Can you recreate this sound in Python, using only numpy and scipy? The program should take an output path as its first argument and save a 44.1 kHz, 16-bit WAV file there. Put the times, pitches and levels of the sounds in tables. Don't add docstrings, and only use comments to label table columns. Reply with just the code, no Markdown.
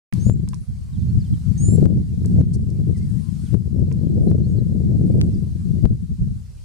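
import sys
import numpy as np
from scipy import signal
from scipy.fft import rfft, irfft, next_fast_len
from scipy.io import wavfile
from scipy.ndimage import uniform_filter1d, minimum_filter1d, map_coordinates

SR = 44100
rng = np.random.default_rng(int(sys.argv[2]) if len(sys.argv) > 2 else 0)


def materialize(psi):
    bounded = np.clip(np.atleast_2d(psi).T, -1, 1)
    quanta = np.round(bounded * 32767).astype(np.int16)
    wavfile.write(sys.argv[1], SR, quanta)


N = 292824
TIME = np.arange(N) / SR


def amp(db):
    return 10 ** (np.asarray(db) / 20)


def unit_rms(x):
    return x / np.sqrt(np.mean(x ** 2, axis=-1, keepdims=True) + 1e-20)


def running_rms(x, window_s):
    return np.sqrt(np.abs(uniform_filter1d(x ** 2, max(int(window_s * SR), 1))) + 1e-9)


def along(points, hz):
    freqs, values = np.transpose(points)
    return np.interp(np.log(hz + 1), np.log(freqs + 1), values)


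def automation(rows):
    times, *columns = np.transpose(rows)
    return [np.interp(TIME, times, column) for column in columns]


def wobble(rate, n=N):
    return map_coordinates(rng.standard_normal(int(n * rate / SR) + 4), [np.arange(n) * rate / SR])


def filtered(x, response):
    n = x.shape[-1]
    size = next_fast_len(n + 8192)
    return irfft(rfft(x, size) * response(np.fft.rfftfreq(size, 1 / SR)), size)[..., :n]


def noise(spectrum):
    return unit_rms(filtered(rng.standard_normal((2, N)), lambda hz: amp(along(spectrum, hz))))


def tone(hz):
    return np.sqrt(2) * np.sin(2 * np.pi * np.cumsum(hz) / SR)


def panned(pan_db):
    gains = amp([[pan_db / 2], [-pan_db / 2]])
    return gains / np.sqrt(np.mean(gains ** 2))


def add(track, start_s, x):
    part = track[..., max(round(start_s * SR), 0):][..., :x.shape[-1]]
    part += x[..., :part.shape[-1]]


# time_s, rumble_db, flutter_db, pan_db
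GUSTS = [(0.13, -21, -51.5, 14), (0.36, -18.5, -44.5, 10), (0.6, -29, -57.5, 3), (0.83, -35.5, -70.5, 8),
         (1.08, -16.0, -45.5, -9), (1.43, -28.5, -66, 7), (1.7, -11, -36, 12.5), (1.92, -14, -35, 14.5),
         (2.07, -23.5, -50, 2), (2.35, -11, -32.5, 3.5), (2.5, -18.5, -42.5, -1), (2.75, -20.0, -41, 4.5),
         (3.28, -20.5, -53, 1), (3.68, -24.5, -50, 14), (4.27, -11, -27.5, 5), (4.45, -16.5, -38.5, 7),
         (4.75, -17.5, -40.5, 9.5), (5.2, -12, -29.0, 3.5), (5.58, -25, -54, 5), (5.75, -17.5, -43.5, 17),
         (6.0, -29.5, -57, 3), (6.3, -20.5, -51.5, 7.5), (6.42, -44, -78, 10), (6.63, -52, -69, -1)]
# centre_s, length_s, left_db, right_db
WIND_PUFFS = [(0.27, 0.024, 8.5, 12), (0.689, 0.076, -1, 13), (1.165, 0.068, 13.5, 3),
              (1.33, 0.054, 10.5, 13), (1.492, 0.055, 13, -13), (1.829, 0.029, 3, 9.5),
              (1.973, 0.073, 0, 11.5), (2.389, 0.048, 5.5, 5.5), (2.807, 0.023, 8.5, 1),
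              (2.9, 0.046, 10, 4.5), (3.153, 0.11, 5.5, -8.5), (3.303, 0.17, 3.5, -13),
              (3.551, 0.082, 9.5, -15), (3.808, 0.08, 7.5, 2), (4.547, 0.086, 4.0, -1),
              (4.945, 0.031, 4.0, -2.5), (5.433, 0.069, 6.0, -1.5), (5.849, 0.03, 19, 6),
              (5.921, 0.062, 8.5, 10), (6.029, 0.052, 6.5, 3.5), (6.121, 0.03, 11, 9.5),
              (6.221, 0.043, 4.5, 8)]
# centre_s, length_s, dip_db
WIND_LULLS = [(0.661, 0.039, -24), (3.242, 0.065, -8.5), (3.477, 0.016, -11.5), (5.882, 0.034, -3),
              (6.075, 0.025, -12), (6.172, .035, -10)]
# freq_hz, level_db
RUMBLE_EQ = [(15, -42.5), (25, -19), (45, -7.5), (76, 2), (120, 2), (175, 0), (212, -4), (250, -17),
             (310, -27.5), (450, -65.5), (900, -120)]
FLUTTER_EQ = [(120, -59.5), (250, 1.5), (340, 2), (450, -7.5), (600, -25.5), (900, -46.5), (3000, -120)]
FRINGE_EQ = [(250, -50), (450, 5), (620, -1.5), (760, -12.5), (950, -33), (1600, -39.5), (6000, -110)]


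def wind(rumble_trim_db=-1, flutter_trim_db=2, fringe_trim_db=-9, swirl_db=1.5, fitful_db=0.6,
         lump_db=2.5, flutter_growth=1.297, fringe_growth=1.6, knee_db=-26, deep_hz=86, even_db=-19.5):
    rumble_db, flutter_db, pan_db = automation(GUSTS)
    facing_db = np.array([pan_db, -pan_db]) / 2
    weakness = (rumble_db.max() - rumble_db) / np.ptp(rumble_db)
    surge_db = (swirl_db + fitful_db * weakness) * np.array([wobble(16), wobble(16)])
    bump = lambda centre_s, length_s: np.exp(-(2 * (TIME - centre_s) / length_s) ** 2)
    for centre_s, length_s, left_db, right_db in WIND_PUFFS:
        surge_db += np.outer([left_db, right_db], bump(centre_s, length_s))
    for centre_s, length_s, dip_db in WIND_LULLS:
        surge_db += dip_db * bump(centre_s, length_s)
    eddies = noise(RUMBLE_EQ)
    eddies = unit_rms(eddies / running_rms(eddies, 0.06))
    lumps = amp(lump_db * np.array([wobble(42), wobble(42)])) * running_rms(eddies, 0.008) ** 1.53
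    lumps = unit_rms(lumps / running_rms(lumps, 0.16))
    gust_db = flutter_db + flutter_growth * (facing_db + surge_db)
    fringe_db = knee_db + fringe_growth * (gust_db - knee_db)
    flutter = amp(gust_db + flutter_trim_db) * noise(FLUTTER_EQ)
    fringe = amp(fringe_db + fringe_trim_db) * noise(FRINGE_EQ)
    port_db = rumble_db + 0.74 * facing_db
    deep = filtered(eddies, lambda hz: 1 / (1 + (hz / deep_hz) ** 4))
    rumble = eddies - deep + amp(0.79 * (even_db - port_db)) * deep
    return amp(port_db + surge_db + rumble_trim_db) * rumble + lumps * (flutter + fringe)


# freq_hz, left_right_correlation
AIR_IMAGE = [(200, 0.15), (1500, 0.17), (4500, 0.26), (9000, 0.22), (13000, 0.08)]


def airborne(pair):
    angle = lambda hz: np.arccos(along(AIR_IMAGE, hz)) / 2
    mid, side = filtered(pair, lambda hz: np.array([np.cos(angle(hz)), np.sin(angle(hz))]))
    return np.array([mid + side, mid - side])


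# freq_hz, level_db
HISS_EQ = [(100, 23), (500, 4.5), (1100, -0.5), (2100, -2.5), (3400, -3), (4300, 1.5), (6000, -0.5),
           (9300, -0.5), (11000, -7.5), (14700, -12), (15500, -23)]


def hiss(opening_db=-47, patchy_db=1.85, drop_s=0.0096):
    level_db = opening_db
    for start_s, _, _, _, ducked_db, recovery_db_per_s in HARD_BUFFETS:
        ducked = np.clip((TIME - start_s) / drop_s, 0, 1)
        recovering_db = ducked_db + recovery_db_per_s * (TIME - start_s)
        level_db = (1 - ducked) * level_db + ducked * recovering_db
    bands = signal.stft(noise(HISS_EQ), nperseg=512)[2]
    patches = uniform_filter1d(rng.standard_normal(bands.shape[1:]), size=3, axis=0)
    patches = unit_rms(uniform_filter1d(patches, size=10, axis=1))
    air = signal.istft(bands * amp(patchy_db * patches), nperseg=512)[1][:, :N]
    return amp(level_db) * (airborne(air) + distant_calls())


def distant_calls(count=70, low_hz=1000, high_hz=5500, length_s=0.057, glide=0.32, waver=0.058):
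    out = np.zeros((2, N))
    progress = np.linspace(0, 1, int(length_s * SR))
    for when, height in rng.random((count, 2)):
        slope, size, pan = rng.standard_normal(3)
        bend = glide * height * slope * progress + waver * wobble(150, len(progress))
        pitch_hz = low_hz * (high_hz / low_hz) ** height * np.exp(bend)
        envelope = amp(-19 + 2 * size) * np.hanning(len(progress))
        add(out, when * N / SR, panned(3 * pan) * envelope * tone(pitch_hz))
    return out


# start_s, body_db, body_t60_s, treble_db, treble_t60_s, treble_pan_db
DRY_CLICKS = [(0.126, -24.5, 0.0078, -33, 0.0046, -13), (0.477, -44.5, .02, -32, 0.0082, 1.5),
              (0.533, -39.5, 0.037, -34.5, 0.0077, -5.5), (2.248, -45.5, 0.014, -34, 0.01, 2),
              (2.691, -57, 0.016, -46.5, 0.02, 0), (3.785, -62.5, .02, -51, 0.0082, 5),
              (3.914, -39.5, 0.022, -42.5, .014, -5.5), (4.291, -59, .02, -49.5, 0.025, -4.5)]
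# centre_hz, width_hz, level_db
CLICK_BODY = [(1020, 230, 9), (1660, 300, -4), (2390, 710, -1.5), (3430, 400, -10.5)]
# freq_hz, level_db
TREBLE_EQ = [(1000, -66.5), (3000, -34.5), (4300, -2.5), (5500, 1), (7500, -2), (9400, 2.5), (11000, -19.5),
             (15000, -23.5)]


def clicks(treble_delay_s=0.011, tail_db=-24, tail_t60_s=0.27):
    body, treble = np.zeros((2, 2, N))
    t = np.arange(SR // 5) / SR
    decay = lambda t60_s: amp(-60 * t / t60_s) + amp(tail_db - 60 * t / tail_t60_s)
    for start_s, body_db, body_t60_s, treble_db, treble_t60_s, pan_db in DRY_CLICKS:
        add(body, start_s, amp(body_db) * panned(2 * pan_db) * decay(body_t60_s))
        add(treble, start_s + treble_delay_s, amp(treble_db) * panned(pan_db) * decay(treble_t60_s))
    peaks = lambda hz: sum(amp(level_db) / (1 + (2 * (hz - centre_hz) / width_hz) ** 2)
                           for centre_hz, width_hz, level_db in CLICK_BODY)
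    hollow = unit_rms(filtered(rng.standard_normal((2, N)), peaks))
    return body * hollow + treble * airborne(noise(TREBLE_EQ))


# start_s, length_s, level_db, low_pitch_ratio, high_pitch_ratio, high_trim_db
WHISTLE_NOTES = [(0.195, .146, -47, 0.97, 1.005, -1.5), (1.575, 0.19, -37, 1, 0.999, 1.5)]
# start_hz, end_hz, bend_power (1 is straight), peak_db, edge_sag_db
WHISTLE_VOICES = [(6320, 7600, 1.3, 0, 6.9), (8280, 9470, 1.9, -6, 8.8)]


def whistles(hook_depth=0.052, hook_s=0.018, hook_period_s=0.02, hook_crest_s=0.0018,
             attack_s=0.004, release_s=0.002, waver=0.0025, flicker_db=1.55):
    out = np.zeros(N)
    for start_s, length_s, level_db, low_ratio, high_ratio, high_trim_db in WHISTLE_NOTES:
        t = np.arange(int(length_s * SR)) / SR
        progress = t / length_s
        hook_fade = np.exp(-(t / hook_s) ** 4)
        hook = hook_depth * hook_fade * np.cos(2 * np.pi * (t - hook_crest_s) / hook_period_s)
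        gate = np.clip(np.minimum(t / attack_s, (length_s - t) / release_s), 0, 1)
        for voice, ratio, trim_db in zip(WHISTLE_VOICES, (low_ratio, high_ratio), (0, high_trim_db)):
            start_hz, end_hz, bend_power, peak_db, sag_db = voice
            rise_hz = end_hz - (end_hz - start_hz) * (1 - progress) ** bend_power
            pitch_hz = ratio * rise_hz * (1 + hook + waver * wobble(250, len(t)))
            shape_db = peak_db - sag_db * np.abs(2 * progress - 1) + flicker_db * wobble(90, len(t))
            add(out, start_s, gate * amp(level_db + trim_db + shape_db) * tone(pitch_hz))
    return out


# peak_s, push_db, pop_db, pan_db, ducked_hiss_db, hiss_recovery_db_per_s
HARD_BUFFETS = [(0.298, 0, -20.5, 10.5, -57, 6), (1.8571, -7, -17, 19.5, -55.5, 9.5),
                (2.413, -15, -28.5, -19, -56.5, 7.5), (3.544, -2, -25.5, 25.5, -55.5, 4),
                (4.3152, -8, -29.5, 10.5, -54.5, 1.75), (5.855, -4, -18, 25, -56.5, 4)]


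def buffets(push_hz=130, build_s=0.0045, release_s=0.0018, pop_s=0.00063, tear_db=-10, tear_s=0.0069):
    hits, tears = np.zeros((2, 2, N))
    t = np.arange(-SR // 20, SR // 20) / SR
    swell = lambda rise_s: np.exp(np.where(t < 0, t / rise_s, -t / release_s))
    push = np.cos(2 * np.pi * push_hz * t) * swell(build_s)
    pop = (1 + 0.3 * np.sign(t)) * np.exp(-np.abs(t) / pop_s)
    for peak_s, push_db, pop_db, pan_db, _, _ in HARD_BUFFETS:
        add(hits, peak_s + t[0], -panned(pan_db) * (amp(push_db) * push + amp(pop_db) * pop))
        add(tears, peak_s + t[0], panned(pan_db) * amp(pop_db + tear_db) * swell(tear_s))
    return hits + tears * noise(FRINGE_EQ)


# start_s, length_s, level_db
SHORT_RUSTLES = [(0.536, 0.084, -71.5), (2.523, 0.046, -45.5), (2.95, .06, -54)]


def rustles():
    envelope = np.zeros(N)
    for start_s, length_s, level_db in SHORT_RUSTLES:
        add(envelope, start_s, amp(level_db) * np.hanning(int(length_s * SR)))
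    return envelope * airborne(noise(TREBLE_EQ))


# start_s, length_s, start_hz, middle_hz, end_hz, level_db (before trim), pan_db
FAR_CHIRPS = [(0.598, 0.062, 10500, 10300, 10200, -60.5, 8), (0.858, 0.094, 1077, 1084, 1080, -66.5, 2),
              (0.916, .065, 4300, 3540, 2870, -62, 0), (1.005, .025, 3500, 3500, 3480, -63, 8),
              (1.078, 0.039, 4080, 4310, 4430, -55, 8), (1.198, 0.034, 5320, 4610, 4130, -51, 6),
              (1.234, .042, 3710, 3380, 2930, -61, 3), (1.33, 0.019, 3870, 3330, 3020, -57.5, 0),
              (2.942, 0.041, 2230, 1980, 1920, -59, -1), (3.01, 0.036, 2040, 2140, 2130, -57, -5),
              (3.197, .09, 9500, 9450, 9400, -60, -9), (3.215, .1, 1090, 1036, 1060, -63, -9),
              (3.45, .04, 4050, 3330, 2760, -59, -9), (4.202, 0.089, 9100, 9400, 9360, -62, -3),
              (4.265, .03, 4470, 4200, 3900, -60, -3), (4.425, .04, 4040, 4240, 4550, -59.5, 14.5),
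              (4.475, .065, 8570, 8150, 8950, -60.5, 5), (4.475, 0.06, 6700, 6640, 7050, -62, -2),
              (4.552, 0.049, 5300, 4490, 3830, -57.5, 8.5), (5.108, .03, 5740, 5200, 4750, -66, 4),
              (5.335, 0.024, 6000, 4950, 4440, -53.5, -6.5)]


def chirps(waver=0.008, flicker_db=2.5, trim_db=-4.5):
    out = np.zeros((2, N))
    for start_s, length_s, start_hz, middle_hz, end_hz, level_db, pan_db in FAR_CHIRPS:
        progress = np.linspace(0, 1, int(length_s * SR))
        glide_hz = np.polyval(np.polyfit([0, 0.5, 1], [start_hz, middle_hz, end_hz], 2), progress)
        arch = np.abs(np.sin(np.pi * progress)) ** 0.46
        envelope = arch * amp(level_db + trim_db + flicker_db * wobble(88, len(progress)))
        pitch_hz = glide_hz * (1 + waver * wobble(230, len(progress)))
        add(out, start_s, panned(pan_db) * envelope * tone(pitch_hz))
    return out


# time_s, level_db
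TWITTER_SWELL = [(2.9, -76.5), (3.1, -62.5), (3.3, -70), (3.42, -59), (3.55, -64), (3.7, -86.5)]
# freq_hz, level_db
TWITTER_EQ = [(5000, -27), (7500, -8), (8800, -1), (9700, -4), (11000, -21), (14000, -41)]


def twitter(flicker_db=2):
    level_db = automation(TWITTER_SWELL)[0] + flicker_db * wobble(60)
    return amp(level_db) * airborne(noise(TWITTER_EQ))


def trill(start_s=4.98, gap_s=0.019, slowing_s=0.00018, tick_s=0.0042, top_hz=9500, bottom_hz=7700,
          level_db=-59, count=21):
    out = np.zeros(N)
    progress = np.linspace(0, 1, int(tick_s * SR))
    fall_hz = top_hz + (bottom_hz - top_hz) * progress
    for k, (size, late, detune) in enumerate(rng.standard_normal((count, 3))):
        tick = np.sin(np.pi * progress) * tone(fall_hz * (1 + 0.03 * detune))
        onset_s = start_s + k * gap_s + slowing_s * k * k / 2 + 0.002 * late
        add(out, onset_s, amp(level_db + 2 * size) * tick)
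    return out


# peak_s, left_level_db
SHARP_TICK = (5.2141, -9)


def sharp_tick(decay_s=0.0001):
    peak_s, level_db = SHARP_TICK
    left = np.zeros(N)
    t = np.arange(-SR // 200, SR // 200) / SR
    add(left, peak_s + t[0], amp(level_db) * np.sign(t) * np.exp(-np.abs(t) / decay_s))
    return np.array([left, -0.7 * left])


# freq_hz, t60_s
BANK_DECAY = [(500, .2), (4000, .35), (10000, 0.45)]


def bank_reverb(send):
    hz, t, bands = signal.stft(rng.standard_normal((2, SR // 2)), SR, nperseg=256)
    decay = amp(-60 * t / along(BANK_DECAY, hz)[:, None])
    tail = signal.istft(bands * decay, SR, nperseg=256)[1]
    return signal.fftconvolve(send, tail / np.linalg.norm(tail[0]), axes=1)[:, :N]


def scene():
    near_bird = whistles() * panned(-5.5)
    far_birds = chirps() + trill()
    bed = wind() + buffets() + hiss() + twitter()
    spots = clicks() + rustles() + sharp_tick()
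    reverb = bank_reverb(amp(-11) * near_bird + amp(-4.5) * far_birds)
    return bed + spots + near_bird + far_birds + reverb


def record(dry):
    open_s, fade_s, top_hz = 0.124, 0.002, 15500
    gate = np.clip((TIME - open_s) / fade_s, 0, 1)
    held_gain = minimum_filter1d(1 / np.maximum(np.abs(dry), 1), size=401)
    limiter_gain = uniform_filter1d(uniform_filter1d(held_gain, size=201), size=201)
    return filtered(dry * limiter_gain * gate, lambda hz: hz < top_hz)


dry = scene()
out = record(dry)
materialize(out)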